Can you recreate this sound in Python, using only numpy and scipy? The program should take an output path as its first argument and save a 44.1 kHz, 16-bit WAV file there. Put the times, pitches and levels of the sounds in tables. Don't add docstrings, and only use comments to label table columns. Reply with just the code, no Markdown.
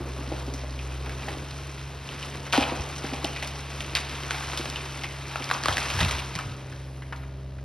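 import sys
import numpy as np
from scipy import signal
from scipy.fft import rfft, irfft, next_fast_len
from scipy.io import wavfile

SR = 44100
rng = np.random.default_rng(int(sys.argv[2]) if len(sys.argv) > 2 else 0)


def dump_mix(stems):
    frames = np.atleast_2d(stems).T
    limited = np.clip(frames, -1, 1)
    pcm = np.round(limited * 32767).astype(np.int16)
    wavfile.write(sys.argv[1], SR, pcm)


N = 336924
T = np.arange(N) / SR


def undb(db):
    return 10 ** (np.asarray(db) / 20)


def unit(x):
    return x / np.sqrt(np.mean(x ** 2))


def peak(x, db):
    return x * undb(db) / np.max(np.abs(x))


def curves(table):
    time_s, *columns = np.transpose(table)
    return [np.interp(T, time_s, column) for column in columns]


def fade(t, t60):
    return np.exp(-np.log(1000) * t / t60)


def add(track, start_s, x):
    i = max(int(start_s * SR), 0)
    track[i:i + len(x)] += x[:N - i]


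def colour(x, points):
    hz, db = np.transpose(points)
    size = next_fast_len(len(x) + 4096)
    f = np.maximum(np.arange(size // 2 + 1) * SR / size, 1)
    gain = undb(np.interp(np.log(f), np.log(hz), db))
    return irfft(rfft(x, size) * gain, size)[:len(x)]


def resonate(x, hz, q):
    b, a = signal.iirpeak(min(hz, SR / 4), max(q, .6), fs=SR)
    return signal.lfilter(b, a, x)


def resonate_twice(x, hz, q):
    return resonate(resonate(x, hz, q), hz, q)


def highpass(x, order, hz):
    return signal.sosfilt(signal.butter(order, hz, "high", fs=SR, output="sos"), x)


def walk(rate):
    return np.interp(T * rate, np.arange(1024), rng.standard_normal(1024))


def clicks(size, per_s, spread_db):
    when, strength = rng.random(size), np.clip(rng.standard_normal(size), -2, 2)
    return (when < per_s / SR) * undb(spread_db * strength) * rng.choice([-1, 1], size)


def struck(modes, t, centre_hz, detune):
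    chance = rng.standard_normal((len(modes), 2))
    ring = 0
    for (hz, db, t60), (louder, sharper) in zip(modes, chance):
        octaves_away = abs(np.log2(hz / centre_hz))
        gain = undb(db - 13 * octaves_away + 1.5 * louder)
        ring = ring + gain * fade(t, t60) * np.sin(2 * np.pi * hz * (1 + detune * sharper) * t)
    return ring


# time_s, firing_rate_hz
ENGINE_SPEED = [(0, 65.03), (1.13, 65.03), (1.38, 68.47), (1.55, 68.77), (1.9, 67.76), (2.17, 69.32),
                (4.3, 68.86), (5.38, 67.68), (5.7, 68.53), (5.9, 66.9), (6.5, 66), (7.64, 66.13)]
# time_s, level_db
EXHAUST_HUM = [(0, -37), (1.02, -33.5), (1.33, -41.5), (1.9, -41.5), (2.08, -46), (2.62, -41.5),
               (4.5, -40.5), (5.5, -46.5), (6.12, -35.5), (6.52, -47.5), (7.15, -40), (7.64, -39.5)]
# multiple_of_firing_rate, level_db
EXHAUST_OVERTONES = [(7 / 3, -57), (8 / 3, -65), (3, -59), (11 / 3, -66), (4, -61), (14 / 3, -61), (5, -63),
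                     (6, -60), (23 / 3, -65), (26 / 3, -65), (28 / 3, -61), (10, -64), (31 / 3, -66)]
# frequency_hz, gain_db
ENGINE_CASING = [(25, -42), (45, 5), (90, 12), (160, 0.5), (200, -23.5), (260, -1.5), (320, -11.5),
                 (480, -5), (630, -8), (1150, -16.5), (3300, -23), (5500, -27.5), (15000, -42.5)]
CRUISE_HZ, OCTAVE_DB, OCTAVE_DB_PER_HZ = 67.06, -40.5, 0.47
CLATTER_DB, CLATTER_LOW_HZ = -5, 150
RASP_DB, RASP_DEPTH = -0.5, .6


def excavator():
    firing_hz, = curves(ENGINE_SPEED)
    first_db, = curves(EXHAUST_HUM)
    second_db = OCTAVE_DB + OCTAVE_DB_PER_HZ * (CRUISE_HZ - firing_hz)
    firings = np.cumsum(firing_hz * (1 + 0.0011 * walk(13))) / SR
    angle = 2 * np.pi * firings

    hum = undb(first_db + 0.39 * walk(14)) * np.sin(angle)
    hum += undb(second_db + 0.36 * walk(16)) * np.cos(2 * angle)
    for order, db in EXHAUST_OVERTONES:
        wavering_level = undb(db + 2.8 * walk(5))
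        phase = 2 * np.pi * rng.random() + .6 * walk(7)
        hum += wavering_level * np.sin(order * angle + phase)

    cycle = irfft(np.exp(2j * np.pi * rng.random(size=513)))
    clatter = unit(np.interp(firings / 3 % 1, np.linspace(0, 1, len(cycle)), cycle))
    clatter = highpass(clatter, 6, CLATTER_LOW_HZ) * undb(CLATTER_DB + 2 * walk(9))

    pulsed_noise = unit(rng.standard_normal(N) * (1 + RASP_DEPTH * np.cos(angle)))
    rasp = colour(pulsed_noise, [(100, -2), (300, -4), (700, -3), (1500, 1)])
    casing = unit(colour(clatter + undb(RASP_DB) * rasp, ENGINE_CASING))
    return np.sqrt(2) * hum + undb(-47 + walk(3.6)) * casing


# time_s, whistle_level_db, pitch_hz
VALVE_HISS = [(6.4, -89, 9400), (6.78, -78, 9500), (6.96, -70, 10020), (7.07, -76, 10150),
              (7.17, -73, 11700), (7.24, -76, 11200), (7.35, -90, 11300)]
VALVE_WIDTH_HZ, VALVE_BROAD_DB = 240, 2


def hydraulics():
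    whistle_db, pitch_hz = curves(VALVE_HISS)
    slow_noise = signal.butter(2, VALVE_WIDTH_HZ, fs=SR, output="sos")
    flutter = unit(signal.sosfilt(slow_noise, rng.standard_normal(N)))
    whistle = unit(flutter * np.sin(2 * np.pi * np.cumsum(pitch_hz) / SR))
    broad = unit(resonate_twice(rng.standard_normal(N), 10500, q=3.5))
    return undb(whistle_db) * (whistle + undb(VALVE_BROAD_DB) * broad)


# start_s, peak_db, favoured_pitch_hz
BUCKET_KNOCKS = [(7.021, -33, 1697), (7.125, -22.5, 1350), (7.161, -36.5, 4000), (7.2339, -37, 1540),
                 (7.586, -40, 1550)]
# pitch_hz, level_db, t60_s
BUCKET_MODES = [(630, -8, .06), (800, 1, .06), (1020, 2, .065), (1290, -3, .05), (1435, 4, .05),
                (1550, -1, .045), (2030, 6, .05), (2350, 0, .045), (2860, -8, .04)]


def bucket():
    out, t = np.zeros(N), T[:SR // 4]
    for start_s, db, hz in BUCKET_KNOCKS:
        chatter = rng.standard_normal(len(t)) * fade(t, .07)
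        contact = resonate_twice(chatter, hz, q=.98)
        ring = struck(BUCKET_MODES, t, hz, detune=.008)
        add(out, start_s, peak(peak(ring, 0) + peak(contact, -2), db))
    return out


# time_s, crackle_db
CROWN_DRAG = [(0, -46), (.33, -42), (.85, -46), (1.25, -42), (1.98, -45), (2.22, -40), (2.42, -44.5),
              (2.72, -39.5), (3.65, -41.5), (4.5, -36), (5.2, -41), (5.6, -37.5), (5.72, -35.5),
              (6.04, -30.5), (6.24, -39), (6.6, -48.5), (7.2, -57.5), (7.64, -64)]
SHOWER_DB, SHOWER_RISE_S, SHOWER_T60_S = -21, 0.0026, 0.24


def twig_gain():
    crown_db, = curves(CROWN_DRAG)
    power, t = undb(crown_db) ** 2, T[:SR]
    shower = (1 - np.exp(-t / SHOWER_RISE_S)) * fade(t, SHOWER_T60_S)
    for start_s, db, *_ in LIMB_SNAPS:
        add(power, start_s, (undb(db + SHOWER_DB) * shower) ** 2)
    return np.sqrt(power)


# time_s, level_db
SOIL_GRIND = [(0, -41), (.58, -45), (.82, -46.5), (1.3, -44), (1.7, -50.5), (2.2, -46.5), (4.6, -45),
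              (5.2, -50), (5.8, -42), (6.3, -49), (7.64, -63)]
# frequency_hz, gain_db
TWIG_TONE = [(200, -9.5), (600, -2.5), (1100, 2.5), (2000, -1), (3100, -1.5), (5000, -6), (7000, -10.5),
             (10000, -16.5), (13000, -21.5), (16000, -134)]
# frequency_hz, gain_db
SCRAPE_TONE = [(60, 0.5), (190, 0), (260, 5), (360, 6.5), (520, 1), (750, -3.5), (1200, -5), (3000, -33.5)]


def dragging():
    scrape_db, = curves(SOIL_GRIND)
    twigs, t = 0, T[:SR // 50]
    for hz in np.geomspace(900, 9000, 6):
        smear = rng.standard_normal(len(t)) * fade(t, .012)
        breaks = signal.fftconvolve(clicks(N, per_s=170, spread_db=4.2), smear)[:N]
        flurries = undb(2.3 * walk(22))
        twigs = twigs + unit(resonate(breaks, hz, q=1.5)) * np.sqrt(hz) * flurries
    leaves = unit(clicks(N, per_s=9000, spread_db=2))
    crackle = unit(colour(.6 * unit(twigs) + .82 * leaves, TWIG_TONE))
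    grind = unit(colour(clicks(N, per_s=1100, spread_db=4.5), SCRAPE_TONE))
    crackle = crackle * twig_gain() * undb(1.1 * walk(25))
    return crackle + grind * undb(scrape_db + 2 * walk(18))


# start_s, peak_db, pitch_hz, t60_s
GROUND_THUDS = [(2.605, -27, 86, 0.038), (2.789, -23.5, 76.5, 0.054), (5.678, -25.5, 94, 0.18),
                (5.926, -24.5, 94, 0.27), (6.002, -16.5, 98.6, 0.13), (6.101, -32, 85.2, 0.2),
                (6.354, -24.5, 147, 0.032), (6.44, -27.5, 99.6, 0.18)]


def ground():
    out, t = np.zeros(N), T[:SR // 2]
    for start_s, db, hz, t60 in GROUND_THUDS:
        swell = (1 - np.exp(-t / .03)) ** 2 * fade(t, t60)
        rumble = unit(resonate_twice(rng.standard_normal(len(t)), 0.96 * hz, q=1.2))
        thud = swell * (np.sin(2 * np.pi * hz * t) + 0.7 * rumble)
        add(out, start_s, peak(thud, db))
    return out


# start_s, peak_db, favoured_pitch_hz
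TRUNK_KNOCKS = [(.006, -29.5, 360), (.186, -31, 302), (.207, -32, 302), (0.275, -33, 370), (.318, -22, 414),
                (.324, -25.5, 596), (.478, -30, 366), (.54, -31.5, 365), (.636, -29, 580),
                (1.282, -25.5, 780), (2.578, -12.5, 790), (2.581, -11.5, 241), (2.608, -26, 760),
                (2.721, -21, 352), (3.042, -23.5, 315), (3.125, -26, 290), (3.137, -24, 775),
                (3.242, -22, 275), (3.248, -21, 654), (4.596, -26, 367), (5.403, -28.5, 443),
                (5.685, -25.5, 557), (6.013, -27, 724), (6.137, -42, 730)]
# pitch_hz, level_db, t60_s
TRUNK_MODES = [(237, -2, .085), (272, 7.5, .085), (312, 1, .06), (365, 4.5, .06), (490, 5, .045),
               (615, 4, .06), (700, 1, .05), (780, 2.5, .055)]


def trunk():
    out, t = np.zeros(N), T[:SR // 4]
    for start_s, db, hz in TRUNK_KNOCKS:
        slips = clicks(len(t), per_s=1500, spread_db=2) * fade(t, .07)
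        slips *= .5 / np.linalg.norm(slips)
        slips[0] = 1
        ring = signal.fftconvolve(struck(TRUNK_MODES, t, hz, detune=.035), slips)
        add(out, start_s, peak(highpass(ring, 6, 210), db))
    return out


# start_s, hold_s, rms_db (before dying away), centre_hz, t60_s
FIBRE_RIPS = [(2.528, 0.1, -35, 2830, 0.18), (2.531, 0.1, -31, 745, 0.66), (3.956, 0.011, -25, 2400, 0.15),
              (4.316, 0.029, -44, 1470, 0.18)]


def ripping():
    out, t = np.zeros(N), T[:SR // 2]
    for start_s, hold_s, db, hz, t60 in FIBRE_RIPS:
        fibres = clicks(len(t), per_s=1400, spread_db=4) * undb(2 * walk(110)[:len(t)])
        tear = unit(resonate_twice(fibres, hz, q=.7))
        add(out, start_s, undb(db) * tear * fade(np.maximum(t - hold_s, 0), t60))
    return out


BRANCHES_PER_S, BRANCH_OVER_CROWN_DB, BRANCH_SCATTER_DB = 6, 7.5, 2
BRANCH_HZ, BRANCH_SCATTER_OCTAVES = 2420, 0.92
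BRANCH_RING_DB, BRANCH_CRACK_DB, BRANCH_SPLINTER_DB = -4, -5, -2
LANDING_BRANCHES_PER_S, LANDING_CROWN_DB, STILL_CROWN_DB = 55, -36, -47


def branches():
    crown_db, = curves(CROWN_DRAG)
    per_s = BRANCHES_PER_S + LANDING_BRANCHES_PER_S * (crown_db > LANDING_CROWN_DB)
    breaking = (rng.random(N) < per_s / SR) & (crown_db > STILL_CROWN_DB)
    louder, higher = np.clip(rng.standard_normal((2, N)), -1.3, 1.3)
    db = crown_db + BRANCH_OVER_CROWN_DB + BRANCH_SCATTER_DB * louder
    hz = BRANCH_HZ * 2 ** (BRANCH_SCATTER_OCTAVES * higher)
    return [(T[i], db[i], hz[i], BRANCH_RING_DB, BRANCH_CRACK_DB, BRANCH_SPLINTER_DB)
            for i in np.flatnonzero(breaking)]


# start_s, peak_db, pitch_hz, ring_db and crack_db (peaks against the body's),
# splinter_db (relative drive of the splintering)
LIMB_SNAPS = [(.538, -29, 5470, 0, -15, 11), (.707, -34, 4560, 8, -15, 3), (.791, -28.5, 2600, 4, -18, 0.5),
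              (1.061, -26, 1560, -23, -16, 4), (1.095, -25, 1700, -8, -13, 0),
              (1.267, -31, 5000, -8, -4, 2), (1.285, -22, 1680, -19, -14, 7),
              (1.384, -32, 4000, 0, -15, -8), (1.51, -25.5, 3840, -3, -15, 17),
              (2.09, -23, 2930, 11, -16, -7), (2.227, -22.5, 2820, 9, -22, 6),
              (2.466, -25.5, 1680, -23, -15, 3), (2.5256, -13, 2760, -10, -4.5, 13),
              (2.531, -14.5, 1500, -9, -4, -5), (2.5345, -12.5, 1400, -6, -14, 5),
              (2.545, -23, 2000, -13, -10, -4), (2.554, -15, 3050, 3, -12, -2),
              (2.563, -17.5, 3200, -3, -12, -6), (2.577, -12.5, 2870, -8, -3, 4),
              (2.603, -25, 3600, -3, -11, -6), (2.610, -20, 2700, -2, -11, -6),
              (2.623, -19, 2800, -2, -14, -4), (2.6265, -15.5, 2510, 8, -13, -5),
              (2.637, -17.5, 2780, 9, -10, -4), (2.696, -24, 2200, 0, -18, -6),
              (2.889, -29.5, 6010, -13, 0, 9), (3.05, -23, 1460, -25, -19, 3),
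              (3.1345, -21, 2370, -6, -4, 4), (3.2447, -15, 3610, -19, -5, -6),
              (3.2472, -18.5, 2900, 3, -12, -12), (3.362, -21.5, 2330, 11, -12, -2),
              (3.426, -17.5, 2086, -21, -16, 6), (3.447, -25, 2700, -8, -8, -1),
              (3.474, -25, 4940, -10, -5, 2), (3.806, -16, 2303, -7, -13, -1),
              (3.9517, -6, 3400, -15.5, 1, -6), (3.955, -23, 3580, 0, -8, 4),
              (4.3084, -9.5, 1580, -2.5, 2.5, -5), (4.345, -23, 1596, -9, -15, 0),
              (4.533, -21, 1320, -18, -2, 4), (4.574, -15.5, 3800, -20, -3, 11),
              (4.656, -23, 2480, -8, -13, 1), (4.7, -18.5, 3985, -14, 4, 12),
              (4.759, -20, 2900, 6, -18, -4), (5.036, -20.5, 2250, -3, -16, 6),
              (5.358, -15.5, 1432, -2, -10, -11), (5.423, -21, 2330, -0.5, -15, 2),
              (5.442, -22, 4900, 1, -6, 3), (5.492, -23, 1700, -8, -12, -13),
              (5.5011, -17, 1590, 1, -9, -7), (5.5126, -8.5, 1130, -5, -26, -15),
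              (5.549, -18, 1140, -5, -16, -1), (5.6367, -12.5, 1800, -9, 4, -9),
              (5.658, -9.5, 1090, -9, -1, -15), (5.684, -9.5, 1250, -10, -6, -4),
              (5.714, -17, 1240, -8, -12, -9), (5.726, -17.5, 3320, -2, -14, 5.5),
              (5.770, -9, 1840, -19, -6, -12), (5.7811, -12.5, 1600, -17, -4, -12),
              (5.803, -24, 4300, -6, -8, 1), (5.83, -25, 6000, -10, -5, -3),
              (5.902, -20.5, 2600, -10, 1, 8), (5.991, -14.5, 1980, -12, -16, -2),
              (6.003, -14, 1970, -14, -18, 13), (6.013, -16, 1210, -12, -2, -1),
              (6.049, -22, 1490, -6, 6, 7), (6.1105, -15.5, 2480, -6, 1, -12),
              (6.137, -26, 3400, 6, -12, -4), (6.15, -32, 2200, -10, -8, -2),
              (6.184, -20, 2642, -6, -16, 10), (6.202, -26, 2000, -15, -4, -8),
              (6.353, -18.5, 2040, -19, 1, 14), (6.389, -17.5, 1310, -14, -9, 0),
              (6.723, -35.5, 1590, 13, -22, 9)]
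SNAP_RING_Q, SNAP_CRACK_HZ, CRACK_T60_S = 6, 4200, .008
SNAP_HOLLOW_HZ, SNAP_HOLLOW_DB = 807, 2.5
FIBRE_T60_S, SPLINTER_T60_S, SPLINTERS_PER_S = .012, .087, 1500


def snaps():
    out, t = np.zeros(N), T[:SR // 4]
    for start_s, db, hz, ring_db, crack_db, splinter_db in list(LIMB_SNAPS) + branches():
        fibres = clicks(len(t), per_s=14000, spread_db=1) * fade(t, FIBRE_T60_S)
        dying = fade(t, SPLINTER_T60_S) + .15 * fade(t, .2)
        splinters = clicks(len(t), per_s=SPLINTERS_PER_S, spread_db=3.5) * dying
        force = 1.4 * fibres / np.linalg.norm(fibres)
        force += 1.2 * undb(splinter_db) * splinters / np.linalg.norm(splinters)
        force[0] = .8

        broad = resonate(force, hz, q=.9)
        hollow = resonate_twice(force, SNAP_HOLLOW_HZ, q=1.1)
        body = resonate(broad, hz, q=1.0) + .5 * broad + undb(SNAP_HOLLOW_DB) * hollow
        ring = resonate(broad, hz, q=SNAP_RING_Q)
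        split = clicks(len(t), per_s=14000, spread_db=2) * fade(t, CRACK_T60_S)
        crack = resonate_twice(split, SNAP_CRACK_HZ, q=0.94)
        snap = peak(body, 0) + peak(ring, ring_db) + peak(crack, crack_db)
        add(out, start_s, peak(snap, db))
    return out


def woodland(x, t60):
    t = T[:SR]
    swell = 1 - np.exp(-t / .012)
    echoes = clicks(len(t), per_s=6000, spread_db=2) * fade(t, t60) * swell
    return signal.fftconvolve(x, echoes / np.linalg.norm(echoes))[:N]


# frequency_hz, gain_db
WOOD_ECHO = [(60, -45), (250, -13), (800, -3.5), (1500, -8.5), (3000, -8), (7000, -15), (12000, -12)]
# frequency_hz, gain_db
SIDE_ECHO = [(60, -70), (250, -27.5), (550, -10), (1100, -14), (2200, -20), (4500, -41), (7300, -62),
             (10000, -16), (13000, -29)]


def scene():
    blows = snaps() + ripping() + trunk() + bucket()
    direct = excavator() + hydraulics() + dragging() + ground() + blows
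    mid = direct + colour(woodland(blows, t60=.8), WOOD_ECHO)
    side = colour(woodland(direct, t60=0.29), SIDE_ECHO)
    return np.array([mid + side, mid - side])


# frequency_hz, left_lead_rad, left_minus_right_db
MICROPHONES = [(30, 0, 0), (200, 0, 0), (380, 0, -.5), (750, .4, 2), (1300, .35, 2), (2000, .2, 0),
               (2550, .6, 0), (3400, 0, 0), (4400, .7, 0), (5050, .4, 0), (6000, 1.6, 0), (7300, 3.1, 0),
               (10400, 6.3, 0), (16400, 12.6, 0)]
BOTTOM_HZ, TOP_HZ = 36, 15400


def record(dry):
    hz, lead_rad, balance_db = np.transpose(MICROPHONES)
    size = next_fast_len(N + 4096)
    f = np.arange(size // 2 + 1) * SR / size
    half = undb(np.interp(f, hz, balance_db) / 2) * np.exp(.5j * np.interp(f, hz, lead_rad))
    pair = irfft(rfft(dry, size) * np.array([half, 1 / half]), size)[:, :N]
    pair = highpass(pair, 3, BOTTOM_HZ)
    return signal.sosfilt(signal.ellip(8, .2, 70, TOP_HZ, fs=SR, output="sos"), pair)


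dry = scene()
out = record(dry)
dump_mix(out)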